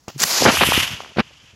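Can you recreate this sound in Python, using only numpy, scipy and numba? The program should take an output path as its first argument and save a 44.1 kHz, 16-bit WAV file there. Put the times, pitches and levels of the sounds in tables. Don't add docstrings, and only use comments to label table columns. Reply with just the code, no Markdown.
import sys
import numpy as np
from scipy import signal
from scipy.fft import rfft, irfft
from scipy.io import wavfile
from scipy.ndimage import uniform_filter1d
from numba import njit

SR = 44100
rng = np.random.default_rng(int(sys.argv[2]) if len(sys.argv) > 2 else 0)


def ratio(d):
    e = np.asarray(d, float) / 20
    return 10 ** e


def file_out(sig):
    cols = np.atleast_2d(sig).T
    lim = np.clip(cols, -1, 1)
    pcm = np.round(lim * 32767).astype(np.int16)
    wavfile.write(sys.argv[1], SR, pcm)


N = 68355

# pitch_hz, density_db_per_hz
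NIGHT_COLOUR = [(40, 0), (120, -1.5), (400, -15), (1200, -18), (3500, -32.5), (6000, -18.5), (15000, -50)]
NIGHT_DB = -59

# time_s, jet_level_db, far_power_share_0_to_1, spark_level_db
MOTOR_COURSE = [(.077, -63, 0, -81), (.086, -36.5, 0.43, -52), (.12, -50, 0.18, -107),
                (.177, -50, 0.5, -55), (.198, -24.5, 0.02, -35), (.228, -23, 0, -28.5),
                (.239, -5.5, 0.15, -20), (.244, -24.5, 0.06, -31.5), (.29, -20.5, 0, -28),
                (.36, -19.5, 0, -34), (.44, -17, 0.1, -30.5), (.52, -21, 0.4, -32.5), (.6, -20, 0.94, -28),
                (.68, -18, 0.96, -26), (.725, -19, 0.87, -32), (.733, -15, 1, -25.5),
                (.83, -18.5, 0.95, -34), (.86, -25, 0.89, -40.5), (.935, -28.5, 0.93, -48),
                (.96, -34.5, 0.88, -55.5), (1.05, -43, 0.83, -64), (1.17, -47.5, 0.88, -75),
                (1.55, -53.5, 0.77, -80.5)]
# pitch_hz, density_db_per_hz
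NEAR_COLOUR = [(60, -28), (200, -12.5), (900, -5), (3300, -8), (4700, 0), (7000, -3), (8500, -21.5),
               (16000, -13)]
# pitch_hz, density_db_per_hz
FAR_COLOUR = [(60, 1.5), (400, -17), (1100, -7.5), (2100, -4.5), (2500, 0), (3000, 3.5), (3500, -3.5),
              (4000, -12), (6200, -13), (8200, -28), (16000, -60)]
# pitch_hz, density_db_per_hz
SPARK_COLOUR = [(7000, -2.5), (9600, -3.5), (11000, 2.5), (12500, -1.5), (14000, -11), (15800, -15),
                (16400, -52)]
FLICKER_DB, FLICKERS_PER_S = 0.9, 30
SPUTTER_DB, SPUTTERS_PER_S = 1.5, 120

# pitch_hz, density_db_per_hz
BREEZE_COLOUR = [(40, -12), (70, -8), (170, -14), (400, -25), (1000, -45)]
BREEZE_DB, BREEZE_SWAY_DB, BREEZE_SWAYS_PER_S = -64, 5.6, 25.84
STIRRED_S = 0.066

# start_s, length_s, level_db, upper_corner_hz
BUFFET_EVENTS = [(0.076, 0.025, -38, 1340), (0.208, 0.035, -27.5, 2140), (0.232, 0.023, -36.5, 248),
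                 (0.404, 0.074, -22.5, 446), (0.451, 0.021, -2, 1630), (0.473, 0.026, -3.5, 2600),
                 (0.495, 0.011, -7, 2010), (0.513, 0.034, -24, 1810), (0.608, 0.03, -8, 2850),
                 (0.904, 0.022, -35.5, 190), (0.927, 0.019, -33.5, 158), (0.964, 0.108, -49, 1300),
                 (1.059, 0.063, -51, 1220), (1.159, 0.0059, -34, 1000), (1.167, 0.019, -29.5, 2770),
                 (1.183, 0.023, -14, 2220), (1.184, 0.015, -15, 326), (1.197, 0.0084, -20, 1780),
                 (1.304, 0.012, -49.5, 917), (1.527, 0.026, -49, 189)]
BUFFET_ATTACK_S, BUFFET_RELEASE_S = 0.0047, 0.0039
EDDY_DB, EDDIES_PER_S = 2.5, 380
BODY_HZ, BODY_DB = 355, -7
BUFFET_LOW_HZ, BUFFET_TOP_HZ = 74, 5100
RASP_HZ, RASP_DB = 9300, -6.5

# start_s, peak_db, pitch_hz, first_swing_sign, build_up_cycles
POP_EVENTS = [(0.081, -16.5, 533, -1, 0.041), (0.135, -30.5, 140, 1, 4.4), (0.161, -29, 254, -1, 0.42),
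              (0.232, -12, 1887, 1, 12.7), (0.4224, -3, 490, -1, 0.51), (.4532, 1.5, 930, -1, 0.64),
              (0.571, -4, 1480, -1, 0.77), (0.6103, -2.5, 940, 1, 0.29), (0.6735, -16.5, 202, 1, 0.11),
              (0.6885, -8, 300, 1, 0.037), (0.7205, 0, 940, -1, 1.13), (0.777, -5, 265, 1, 0.087),
              (1.0043, -17, 910, -1, 0.71), (1.0344, -30.5, 600, 1, 0.8), (1.0473, -24, 1310, 1, 0.61),
              (1.0605, -30.5, 760, 1, 0.85), (1.1695, -13.5, 298, 1, 0.08), (1.1843, -3, 486, 1, 0.11)]
POP_CYCLES = 0.52

# start_s, level_db, t60_s
SPIT_EVENTS = [(0.0826, -27.5, 0.012), (0.18, -33, 0.026), (0.201, -19.5, 0.06), (0.2194, -14, 0.091)]
# pitch_hz, density_db_per_hz
SPIT_COLOUR = [(300, -40), (1500, -0.5), (4000, -1.5), (7500, 7.5), (9000, -13), (16000, -24)]

MIC_LOW_HZ = 60.7
LIMIT_DB, RATIO, LIMIT_ATTACK_S, LIMIT_RELEASE_S = -13.5, 1.96, 0.0013, 0.01
# time_s, ceiling_hz
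TREBLE_CEILING = [(.3, 15900), (.47, 12200), (.53, 13400), (.67, 15000), (.95, 13600), (1.05, 12300),
                  (1.17, 12300), (1.195, 16000), (1.22, 12500)]


def curve(rows, col):
    rows = np.array(rows, float)
    return np.interp(np.arange(N) / SR, rows[:, 0], rows[:, col])


def noise(points):
    hz, db = np.array(points, float).T
    f = np.fft.rfftfreq(N, 1 / SR) + 1
    gain = ratio(np.interp(np.log(f), np.log(hz), db, left=-60))
    x = irfft(rfft(rng.standard_normal(N)) * gain, N)
    return x / np.std(x)


def walk(rate, size=N):
    k = int(SR / rate)
    held = np.repeat(rng.standard_normal(size // k + 1), k)
    return 1.11 * uniform_filter1d(held, k)[:size]


@njit
def follow(x, up, down):
    e, out = 0., np.empty(len(x))
    for i in range(len(x)):
        e += (x[i] - e) * (up if x[i] > e else down)
        out[i] = e
    return out


def night():
    return ratio(NIGHT_DB) * noise(NIGHT_COLOUR)


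def flicker():
    return ratio(FLICKER_DB * walk(FLICKERS_PER_S))


def motor():
    far = np.clip(curve(MOTOR_COURSE, 2), 0, 1)
    near_jet = np.sqrt(1 - far) * noise(NEAR_COLOUR) * flicker()
    far_jet = np.sqrt(far) * noise(FAR_COLOUR) * flicker()
    jet = ratio(curve(MOTOR_COURSE, 1)) * (near_jet + far_jet)
    sparks = ratio(curve(MOTOR_COURSE, 3)) * noise(SPARK_COLOUR) * flicker()
    sputter = ratio(SPUTTER_DB * walk(SPUTTERS_PER_S))
    return (jet + sparks) * sputter


def breeze():
    level = ratio(BREEZE_DB + BREEZE_SWAY_DB * walk(BREEZE_SWAYS_PER_S))
    stirred = np.arange(N) > STIRRED_S * SR
    return level * noise(BREEZE_COLOUR) * stirred


def buffets():
    out, t = np.zeros(N), np.arange(SR // 10) / SR
    body_filter = signal.butter(1, BODY_HZ, fs=SR, output="sos")
    for start, length, db, hz in BUFFET_EVENTS:
        air = rng.standard_normal(len(t)) * ratio(EDDY_DB * walk(EDDIES_PER_S, size=len(t)))
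        air = air + ratio(BODY_DB) * signal.sosfilt(body_filter, air)
        band = [BUFFET_LOW_HZ + hz / 40, hz]
        air = signal.sosfilt(signal.butter(2, band, "band", fs=SR, output="sos"), air)
        attack = np.clip(t / BUFFET_ATTACK_S, 0, 1)
        release = np.exp(-np.clip(t - length, 0, 1) / BUFFET_RELEASE_S)
        burst = ratio(db) * air * attack * release / np.std(air[t < length])
        i = int(start * SR)
        out[i:i + len(t)] += burst[:N - i]
    rasp = signal.sosfilt(signal.butter(4, RASP_HZ, "high", fs=SR, output="sos"), out)
    main = signal.sosfilt(signal.butter(4, BUFFET_TOP_HZ, fs=SR, output="sos"), out)
    return main + ratio(RASP_DB) * rasp


def pops():
    out, t = np.zeros(N), np.arange(SR // 10) / SR
    for start, db, hz, sign, lead in POP_EVENTS:
        width = max(POP_CYCLES, lead / 2)
        window = np.exp(-((t * hz - lead) / width) ** 2)
        swing = np.sin(2 * np.pi * hz * t) * window
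        i = int(start * SR)
        out[i:i + len(t)] += np.sign(sign) * ratio(db) * swing / np.abs(swing).max()
    return out


def spits():
    t, shape = np.arange(N) / SR, np.zeros(N)
    for start, db, t60 in SPIT_EVENTS:
        fade_db = 60 * np.clip(t - start, 0, 1) / t60
        shape += ratio(db - fade_db) * (t > start)
    return shape * noise(SPIT_COLOUR)


def scene():
    return (night() + motor() + breeze() + buffets() + pops() + spits())[None]


def microphone(x):
    return signal.sosfilt(signal.butter(2, MIC_LOW_HZ, "high", fs=SR, output="sos"), x)


def limiter(x):
    envelope = follow(np.abs(x), 1 / (LIMIT_ATTACK_S * SR), 1 / (LIMIT_RELEASE_S * SR))
    under = np.minimum(1, ratio(LIMIT_DB) / (envelope + 1e-9))
    return np.clip(x * under ** (1 - 1 / max(RATIO, 1)), -1, 1)


def cut_treble(x):
    f, t, z = signal.stft(x, SR, nperseg=512)
    z = z * (f[:, None] < np.interp(t, *np.array(TREBLE_CEILING).T))
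    return signal.istft(z, SR, nperseg=512)[1][:N]


def band_limit(x):
    return signal.sosfilt(signal.butter(12, 16520, fs=SR, output="sos"), x)


def record(dry):
    mix = cut_treble(limiter(microphone(dry[0])))[None]
    return band_limit(mix)


dry = scene()
out = record(dry)
file_out(out)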